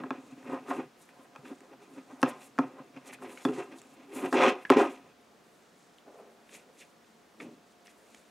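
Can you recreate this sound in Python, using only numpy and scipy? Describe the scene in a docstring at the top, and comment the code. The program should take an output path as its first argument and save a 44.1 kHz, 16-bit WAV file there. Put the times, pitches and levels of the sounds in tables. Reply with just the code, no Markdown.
"""Leather and buckle handled on a hollow table

Hands press leather round a plastic buckle that rests on a hollow table top. Blows and stick-slip drags excite
the board's and the buckle's modes; pushes stir the deep modes and small parts tick as scratches in a resonance.
Fingertips swish over the leather as fine filtered slips; once the buckle is lifted, the leather flexes in dull
modes. Around it lie a small room's short tail, shaped air noise and a faint hum of two wavering tones."""
import sys
import numpy as np
from scipy import signal
from scipy.fft import rfft, irfft, next_fast_len
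from scipy.io import wavfile
from scipy.ndimage import map_coordinates

SR = 44100
rng = np.random.default_rng(int(sys.argv[2]) if len(sys.argv) > 2 else 0)


def to_wav(s):
    """Save 16-bit WAV."""
    ch = np.atleast_2d(s).T  # columns
    pcm = np.round(np.clip(ch, -1, 1) * 32767)  # PCM
    wavfile.write(sys.argv[1], SR, pcm.astype(np.int16))


N = 366030  # length [samples]

# The board's resonances, from the lowest two up to the bright ones: (centre [Hz], width [Hz], level [dB])
DEEP_MODES = [(137, 16, -13), (264, 26, 0)]
LOW_MODES = [(319.6, 13, -7.5), (372.4, 27, 1), (436.4, 22, -9.5)]
EDGE_MODES = [(515, 36, 4), (605, 160, -5.5), (711, 50.6, 2), (796, 95, -2.5), (908, 47, -1),
              (1027, 41, 1.5), (1085, 52, -3), (1239, 56, 0), (1323, 89, -9), (1415, 68, -6.5),
              (1606, 55.9, -5.5), (1904, 138.3, -9)]
# Resonances of the buckle's hollow shell: (centre [Hz], width [Hz], level [dB])
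SHELL_MODES = [(2100, 600, -3), (2477, 86, 5), (2676, 130, 0.5), (3240, 164, -5.5), (3440, 93, -5),
               (4110, 380, -10.5), (5500, 1600, -14)]

LIFT_S = 5.13  # the buckle leaves the board
FIDGET_DB = 5.5  # how far the resting sounds wander
SCUFF_BEND, SWISH_BEND = 0.88, 1.14  # 1: a pointed peak; higher: a flat top with steep flanks


def amp(db):
    """Decibels to gain."""
    return 10 ** (np.asarray(db) / 20)


def unit(x):
    """Scaled to rms 1."""
    return x / np.sqrt(np.mean(x ** 2) + 1e-20)


def along(points, hz):
    """A curve through (frequency, value) points on a log frequency axis."""
    f, v = np.transpose(points)
    return np.interp(np.log(hz + 1), np.log(f + 1), v)


def wobble(rate):
    """A smooth random curve, rate knots a second."""
    knots = rng.standard_normal(int(N * rate / SR) + 4)
    return map_coordinates(knots, [np.arange(N) * rate / SR])


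def filtered(x, response):
    """x with its spectrum multiplied by a response, which may be complex."""
    m = next_fast_len(N + SR // 2)
    return irfft(rfft(x, m) * response(np.fft.rfftfreq(m, 1 / SR)), m)[..., :N]


def soft(x, hz):
    """A yielding contact rounds off the force above hz."""
    return filtered(x, lambda f: 1 / (1 + 1j * f / hz) ** 2)


def resonant(modes):
    """Causal response of a set of modes, added with alternating signs."""
    def response(f):
        total = 0
        for k, (centre, width, db) in enumerate(modes):
            band = 1j * f * width / (centre * centre - f * f + 1j * f * width)
            total = total + (-1) ** k * amp(db) * band
        return total
    return response


def ring(modes, t, spread_db):
    """Modes struck once, each at a new strength and fading faster the wider it is; peak 1."""
    y = 0
    for k, (hz, width, db) in enumerate(modes):
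        strength = (-1) ** k * amp(db + rng.normal(0, spread_db)) * width
        y = y + strength * np.exp(-np.pi * width * t) * np.sin(2 * np.pi * hz * t)
    return y / np.abs(y).max()


def grit(rate, spread_db, clump_db):
    """Stick-slip force: random slips of uneven size, rate a second, coming in clumps."""
    sizes = rng.standard_normal(N) * amp(spread_db * rng.standard_normal(N))
    slips = (rng.random(N) < rate / SR) * sizes
    return slips * amp(clump_db * wobble(70))


def strokes(rows, bend):
    """Power over time of the main layer and of each relative column, summed over swelling, dying strokes."""
    peak, rise, fall, db, *relative = np.transpose(rows)[:, :, None]
    grid = np.arange(0, N / SR + .001, .001)  # seconds, in 1 ms steps
    distance = np.where(grid < peak, (peak - grid) / np.abs(rise), (grid - peak) / np.abs(fall))
    shape = db - 20 * distance ** bend
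    t = np.arange(N) / SR
    return [np.interp(t, grid, np.sum(amp(shape + r) ** 2, axis=0)) for r in [0, *relative]]


def idle(levels_db, when):
    """Power of faint sounds that wander by themselves."""
    return when * np.array([amp(db + FIDGET_DB * wobble(13)) ** 2 for db in levels_db])


def rubbed(power, layers):
    """Each layer drives its slips into its modes, which ring on after the force stops;
    the force leads the level heard by the time the modes take to build up."""
    out = np.zeros(N)
    for (modes, force), p in zip(layers, power):
        lead = round(.3 * SR / max(width for hz, width, db in modes))
        scale = np.sqrt(np.mean(filtered(force, resonant(modes)) ** 2))
        push = np.pad(np.sqrt(p[lead:]), (0, lead))
        out += filtered(force * push / scale, resonant(modes))
    return out


def air():
    """Steady room noise, partly shared by both channels, with two faint wavering tones."""
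    # Colour of the air noise: (frequency [Hz], level [dB])
    air_colour = [(20, -33), (42, -28.5), (70, -13), (100, -20), (125, -11.5), (170, -5), (260, -4),
                  (440, -4), (700, -9), (1200, -10), (2700, -17.5), (6400, -23), (11000, -32), (16000, -34)]
    # Likeness of left and right: (frequency [Hz], correlation [-1 to 1])
    air_likeness = [(30, 0.34), (120, 0.89), (1000, 0.52), (4000, 0.765), (10000, 0.73), (15000, 0.99)]
    # The hum's tones: (frequency [Hz], rms level about which it wavers [dB])
    hum_tones = [(226, -75), (705.5, -74.5)]
    air_db = -61.5

    def mid_and_side(hz):
        turn = np.arccos(np.clip(along(air_likeness, hz), -1, 1)) / 2
        return amp(along(air_colour, hz)) * [np.cos(turn), np.sin(turn)]

    mid, side = filtered(rng.standard_normal((2, N)), mid_and_side)
    out = amp(air_db + 0.2 * wobble(4.0)) * unit(np.array([mid + side, mid - side]))
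    t = np.arange(N) / SR
    for hz, db in hum_tones:
        level = np.sqrt(2) * amp(db + 2.3 * wobble(10))
        out = out + level * np.sin(2 * np.pi * hz * t + 0.23 * wobble(15))
    return out


def pulls():
    """Power of the five layers while the buckle is pulled long and hard across the board."""
    # Two pulls, each a list of points:
    # (time [s], edge scrape [dB], then relative to the scrape: rumble [dB], shell ring [dB])
    long_pulls = [
        [(4.335, -27.5, 4, -12), (4.375, -25.5, 1.5, -11), (4.437, -22, -5.5, -6.5), (4.465, -22, -3.5, -9),
         (4.485, -27, 11.5, -2.5), (4.501, -29.5, -1.5, -7), (4.537, -44, 8, -5.5), (4.64, -58, -8.5, -1.5)],
        [(4.715, -22.5, 12, -11), (4.755, -31, -16.5, -12), (4.775, -26, 8.5, -9.5), (4.821, -23, 2, -15),
         (4.893, -46.5, 7, -6), (5.025, -65, 0, -5.5), (5.12, -68, -8, 0.5)],
    ]
    # Mode groups relative to the rumble: (lowest [dB], deep [dB], low [dB])
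    group_db = [-44, -3, -1.5]
    power, t = np.zeros((5, N)), np.arange(N) / SR
    for rows in long_pulls:
        s, edge, rumble, shell = np.transpose(rows)
        edge, rumble, shell = (np.interp(t, s, v) for v in (edge, edge + rumble, edge + shell))
        levels = [*(rumble + db for db in group_db), edge, shell]
        power += amp(levels) ** 2 * ((t > s[0]) & (t < s[-1]))
    return power


def drag():
    """Slips under the moving buckle drive the board and the buckle's hollow shell."""
    # Short scuffs: (peak time [s], rise by 20 dB [s], fall by 20 dB [s], edge scrape [dB],
    # then relative to the scrape: deep rumble [dB], low rumble [dB], shell ring [dB])
    scuffs = [(0.002, 0.018, 0.055, -44, 16.5, -13, -11), (.06, 0.0084, 0.056, -47, 5, 2, -19),
              (.13, .02, .13, -47.5, -3, -2, -10), (.335, 0.3, 0.017, -60, 9, -12, -5),
              (.386, .03, 0.05, -63, 15, -11.5, 0), (.485, 0.06, 0.22, -47, 6, -13, -6.5),
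              (.545, 0.09, 0.048, -36, 1, -3, -18), (.71, 0.035, 0.043, -30, -6, -10, -16.5),
              (.8, 0.15, 0.057, -40.5, 2, 4.5, -9.5), (.97, 0.035, 0.069, -73, -9, -17, -17),
              (1.105, .02, 0.027, -66, -9, -9, 2), (1.204, 0.036, 0.037, -58.5, 8.5, 3, -8),
              (1.25, .04, 0.051, -59, -6, -8, -12), (1.33, 0.059, 0.05, -59, -3, -8, -12),
              (1.454, 0.018, 0.059, -52.5, 8, -1, -3), (1.525, 0.094, 0.02, -50, 6, 4.5, -13),
              (1.626, 0.054, 0.16, -60.5, -6, 2, -9), (1.734, 0.044, 0.019, -51, 2, -6, -13),
              (1.822, 0.03, 0.064, -57, -8, 0, -2), (1.9, 0.052, 0.047, -61, -5, 1, -15),
              (1.982, 0.076, .07, -53, 8, -6.5, -7), (2.112, 0.045, 0.038, -48, 0, -0.5, -14),
              (2.26, 0.042, 0.12, -36.5, 1.5, -6, -8), (2.43, 0.14, 0.099, -57.5, -17, -15, 0),
              (2.615, 0.032, 0.11, -40.5, 5.5, -3, -13.5), (2.798, 0.1, 0.038, -48, -2, -6, -11.5),
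              (2.972, 0.041, 0.031, -49, -2, -20, -7), (3.098, 0.096, 0.049, -51.5, 1.5, -4, -1),
              (3.144, 0.02, 0.013, -56, 0, 4, 7), (3.244, 0.056, 0.16, -45.5, 2.5, 0, -9),
              (3.32, .05, 0.039, -58.5, 0, 7, 8.5), (3.425, 0.11, 0.024, -53, -15, -14, -1.5),
              (3.475, 0.013, 0.12, -42, 11, 12, -12), (3.54, .08, .06, -51.5, 3, 5, -1),
              (3.6, 0.056, 0.066, -37.5, 1.5, 5.5, -10), (3.725, 0.052, 0.12, -52, 5, 4, -6.5),
              (4.035, 0.3, 0.027, -58, 6, -2, -3.5), (4.17, 0.075, 0.11, -43.5, -13, 6.5, -5.5),
              (4.255, .1, 0.053, -34.5, 3, 3, -8)]
    # Small shifts under the hands until the lift: (lowest [dB], deep [dB], low [dB], edge [dB], shell [dB])
    resting_db = [-69.5, -67, -73.5, -70.5, -80.5]
    lowest_db = -11.5  # the lowest board mode in a scuff, relative to the deep rumble
    edge, deep, low, shell = strokes(scuffs, SCUFF_BEND)
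    scuff_power = np.array([amp(lowest_db) ** 2 * deep, deep, low, edge, shell])
    power = scuff_power + pulls() + idle(resting_db, np.arange(N) < LIFT_S * SR)
    return rubbed(power, [(DEEP_MODES[:1], soft(grit(960, 2.3, 0.93), hz=254.4)),
                          (DEEP_MODES[1:], soft(grit(1100, 1.6, 1.2), hz=486)),
                          (LOW_MODES, soft(grit(1200, 0.39, 0.55), hz=620)),
                          (EDGE_MODES, soft(grit(3500, 1.8, .8), hz=2000)),
                          (SHELL_MODES, soft(grit(3500, 0.87, 2.0), hz=4500))])


def swish():
    """Very fine, dense slips on the leather's grain: firm pressure rasps lower, light fingertips hiss higher."""
    # Fingers sliding: (peak time [s], rise by 20 dB [s], fall by 20 dB [s], rasp [dB],
    # hiss relative to the rasp [dB])
    slides = [(.28, 0.25, 0.18, -68.5, -12), (.53, .15, 0.076, -65, -6), (.702, 0.028, 0.027, -52.5, -3),
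              (.76, 0.13, 0.11, -63.5, -1), (1.02, 0.048, 0.1, -71.5, 8), (1.36, .05, 0.073, -77, -13),
              (1.48, .07, 0.078, -64.5, -5), (1.62, 0.09, .05, -82, -13), (1.83, 0.046, 0.056, -67, -9),
              (1.96, .09, .1, -68.5, -11), (2.17, 0.33, .04, -70.5, -6), (2.22, 0.049, .03, -64, -4),
              (2.24, .02, 0.014, -64, -16), (2.295, 0.03, 0.02, -53.5, 1.5), (2.435, 0.07, 0.072, -60.5, 1),
              (2.59, .04, .05, -65, -16), (3.078, 0.032, 0.028, -54.5, -1.5),
              (3.137, 0.017, 0.019, -50.5, -1), (3.23, .04, .05, -67.5, 2), (3.33, 0.073, 0.013, -63.5, 9),
              (3.44, 0.22, 0.12, -60.5, -3), (3.58, .15, 0.097, -57, -8), (3.79, 0.045, 0.017, -57.5, -8),
              (3.95, 0.35, 0.04, -70, -5), (4.15, 0.03, 0.18, -57.5, 6), (4.24, .15, 0.1, -62.5, 4.5),
              (4.35, 0.051, 0.042, -48.5, -11.5), (4.44, 0.067, 0.054, -47.5, -19),
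              (4.5, 0.092, .02, -51, -16), (4.71, 0.06, 0.037, -66, -13), (4.795, 0.044, .08, -48.5, -8),
              (4.92, .08, 0.11, -63, -4), (5.8, 0.59, 0.4, -72.5, -18.5), (6.2, 0.15, 0.034, -75, 0),
              (6.55, .07, 0.076, -55, -5), (6.81, 0.073, 0.052, -61, -2.5), (7.42, 0.049, 0.061, -62, -5.5),
              (7.86, 0.023, 0.032, -75, 6), (7.9, 0.034, .045, -66.5, -2), (8.16, 0.29, .27, -68.5, -4)]
    # Colour of leather under a finger: (frequency [Hz], level [dB])
    leather_colour = [(2500, -28), (3500, -2), (5060, -7.5), (6780, -0.5), (9320, -2.5), (12000, -8),
                      (14500, -19), (16000, -29)]
    # Fingers merely holding on: (rasp [dB], hiss [dB])
    touch_db = [-82, -83.5]

    def upper(hz):  # share of power that goes to the hiss
        return 1 / (1 + (8200 / (hz + 1)) ** 8)

    rasp = filtered(grit(7000, 1.8, 2.5), lambda hz: amp(along(leather_colour, hz)) * np.sqrt(1 - upper(hz)))
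    hiss = filtered(grit(8760, 1.1, 2.4), lambda hz: amp(along(leather_colour, hz)) * np.sqrt(upper(hz)))
    firm, light = np.sqrt(np.array(strokes(slides, SWISH_BEND)) + idle(touch_db, 0.75))
    return firm * unit(rasp) + light * unit(hiss)


def knocks():
    """Each blow raps once, sets the board and the shell ringing and starts with a short crack."""
    # Blows on the board: (time [s], level [dB], then relative to it:
    # deep thud [dB], low thud [dB], shell [dB], crack [dB])
    blows = [(0.0368, -27.5, 2.5, -16, -16.5, -41), (0.1063, -21.5, -1, -12, -9.5, -32.5),
             (0.6839, -34.5, -6, -7, -12.5, -21), (0.706, -28.5, -6, -16, -11, -25),
             (1.3515, -45, -18, -24, -9, -11), (1.3601, -36.5, -13, -26, -5, -10.5),
             (2.2294, -9, -0.5, -16, -6, -15.5), (2.5878, -12.5, 1.5, -14, -13.5, -24),
             (2.964, -44, -4, -7.5, -2, -10), (3.2225, -34, -16, -10, -14, -24),
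             (3.4511, -18, 6.5, -15, -2.5, -12), (3.4877, -31, 10.5, 4, -1.5, -23),
             (4.327, -16, -7.5, -31, -8, -12), (4.4639, -19.5, -18, -1.5, 1, -30),
             (4.7014, -6.5, -2, -5, -2, -13)]
    thud_lag_s = .0011  # the deepest modes answer after the wave has crossed the board
    out, t = np.zeros(N + SR), np.arange(SR // 4) / SR
    swell = 1 - np.exp(-t / .004)  # the board takes a cycle to move as a whole
    for s, db, deep_db, low_db, shell_db, crack_db in blows:
        rap = 1.4 * np.sin(2 * np.pi * 1250 * t) * np.exp(-t / 0.0013)  # the plastic's own short, hard contact
        deep = amp(deep_db) * ring(DEEP_MODES, np.maximum(t - thud_lag_s, 0), 0.76)
        low = amp(low_db) * ring(LOW_MODES, t, 1.8)
        thud = swell * (deep + low)
        crack_fade = np.exp(-t / 0.0026) + .25 * np.exp(-t / 0.0058)
        crack = amp(crack_db) * crack_fade * rng.standard_normal(len(t))
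        edge = 0.89 * ring(EDGE_MODES, t, 2.5)
        shell = amp(shell_db) * ring(SHELL_MODES, t, 4.8)
        out[round(s * SR):][:len(t)] += amp(db) * (rap + thud + edge + shell + crack)
    return soft(soft(out[:N], hz=6680), hz=14000)


def nudges():
    """A slow push of the hand's weight rings only the two deepest board modes."""
    # Soft pushes: (time [s], strength [dB], lowest mode relative to the other [dB])
    pushes = [(0.176, -32, -13), (0.319, -30.5, -7), (0.395, -40, -11), (0.483, -26, -26),
              (0.529, -26, -35), (0.697, -25, -27), (0.779, -21, -14), (.85, -46, 6), (1.383, -52, 15.5),
              (1.456, -37, -28), (1.508, -24.5, -26), (1.736, -42.5, -26.5), (1.969, -32, -33),
              (2.124, -30.5, -19), (2.638, -31, -2), (2.796, -33, -5), (2.963, -32, -7), (3.58, -25, -32),
              (3.72, -45, -21.5), (4.026, -42.5, -53), (4.156, -23, -44), (4.179, -47, -21.5),
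              (4.262, -23, -15)]
    out, t = np.zeros(N + SR), np.arange(SR // 4) / SR
    swell = (1 - np.exp(-t / 0.0042)) ** 2
    for s, db, lowest_db in pushes:
        both = ring(DEEP_MODES[1:], t, 0) + amp(lowest_db) * ring(DEEP_MODES[:1], t, 0)
        out[round(s * SR):][:len(t)] += amp(db) * swell * both
    return out[:N]


def ticks():
    """Small parts tick: a brief scratch through one broad resonance."""
    # Dry ticks: (time [s], level [dB], pitch [Hz], decay time constant of the scratch [s])
    dry_ticks = [(.429, -46, 1800, 0.002), (1.0895, -44.5, 1980, 0.0041), (1.4547, -41.5, 1305, 0.0028),
                 (1.6061, -43, 2030, 0.0013), (1.606, -43, 7000, 0.0015), (2.217, -31.5, 8950, 0.0018),
                 (2.581, -30, 1410, 0.00041), (3.128, -36.5, 1980, 0.011), (3.1869, -45, 1400, 0.0027),
                 (3.374, -35.5, 2320, 0.0053), (3.817, -36.5, 8000, 0.00087), (3.871, -47.5, 9000, 0.0011),
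                 (4.6508, -28, 1890, 0.0044), (4.6957, -29.5, 2240, 0.0011), (5.9843, -44, 3000, 0.0007),
                 (6.4925, -44, 2320, 0.0026), (7.0444, -53, 2410, .003), (7.4015, -34, 2180, 0.0084),
                 (7.86, -44, 2650, .0015), (7.871, -41, 6200, 0.0012), (7.8785, -44, 1900, .002),
                 (8.1461, -43.5, 2400, .0015), (8.147, -40, 6300, .0015)]
    out, t = np.zeros(N + SR), np.arange(SR // 20) / SR
    for s, db, hz, decay in dry_ticks:
        scratch = np.exp(-t / decay) * rng.standard_normal(len(t))
        resonance = np.sin(2 * np.pi * hz * t) * np.exp(-t * hz / 1.3)
        tick = signal.fftconvolve(scratch, resonance)[:len(t)]
        out[round(s * SR):][:len(t)] += amp(db) * tick / np.abs(tick).max()
    return soft(out[:N], hz=9000)


def flex():
    """Off the table only the leather's dull, broad resonances and the shell answer."""
    # Leather flexing round the lifted buckle: (peak time [s], rise by 20 dB [s], fall by 20 dB [s],
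    # creak [dB], then relative to the creak: low flap [dB], shell ring [dB])
    flexes = [(5.19, 0.028, 0.13, -64.5, -6, -19), (6.076, .03, 0.17, -53, -4, -31),
              (6.2, 0.23, 0.22, -52.5, -22, -23), (6.3, .1, 0.12, -58, -17, -25),
              (6.55, 0.082, 0.081, -58, 1, 4.5), (6.71, 0.18, .03, -61, -9, -30),
              (6.824, 0.056, 0.021, -59, -6, 7.5), (7.412, 0.02, 0.087, -45.5, 10.5, -9),
              (7.45, 0.069, 0.12, -56.5, 17, -18), (7.87, 0.017, 0.074, -69.5, -0.5, 9),
              (8.068, 0.11, 0.043, -67, -17, -5), (8.14, .1, 0.22, -72, -8, 4)]
    # Small shifts in the grip after the lift: (flap [dB], creak [dB], shell [dB])
    held_db = [-78.5, -73.5, -94.5]
    # Leather resonances, low flap and higher creak: (centre [Hz], width [Hz], level [dB])
    flap_modes = [(132, 22, -10.5), (177, 110, -12), (252, 81, -4)]
    creak_modes = [(452, 177, 2), (760, 400, -0.5), (1090, 720, -6)]
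    creak, flap, shell = strokes(flexes, SCUFF_BEND)
    power = np.array([flap, creak, shell]) + idle(held_db, np.arange(N) >= LIFT_S * SR)
    return rubbed(power, [(flap_modes, soft(grit(900, 2.7, 1.12), hz=403)),
                          (creak_modes, soft(grit(2500, 1.5, 1.2), hz=1500)),
                          (SHELL_MODES, soft(grit(4600, 0.84, 1.2), hz=5900))])


def room(x, side_db):
    """A noise tail whose every frequency dies at its own speed; side_db sets how far the channels differ."""
    # Decay of the small room: (frequency [Hz], time to fall by 60 dB [s])
    room_decay = [(150, 0.19), (1000, 0.15), (4000, 0.16), (12000, 0.053)]
    hz, t, z = signal.stft(rng.standard_normal((2, SR // 2)), SR, nperseg=256)
    fading = z * amp(-60 * t / along(room_decay, hz)[:, None])
    tail = signal.istft(fading, SR, nperseg=256)[1]
    tail = tail / np.linalg.norm(tail[0])
    late = np.pad(x, (250, 0))[None]  # the tail starts 250 samples after the sound
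    mid, side = signal.fftconvolve(late, tail, axes=1)[:, :N]
    side = filtered(side, lambda hz: amp(along(side_db, hz)))
    return np.array([mid + side, mid - side])


def scene():
    """Table sounds in the middle, with their room and the steady air."""
    near = drag() + flex() + knocks() + nudges() + ticks() + swish()
    near = filtered(near, lambda hz: (1j * hz / (1j * hz + 105)) ** 5)  # small objects radiate almost no bass
    # side level of the tail: (frequency [Hz], level [dB])
    tail = room(near, side_db=[(100, -43.5), (1000, -16.5), (4000, -3.5), (12000, -11.0)])
    return near + amp(-14.0) * tail + air()


def record(dry):
    """Nothing is kept above the band limit of 15.8 kHz."""
    return filtered(dry, lambda hz: hz < 15800)


dry = scene()
out = record(dry)
to_wav(out)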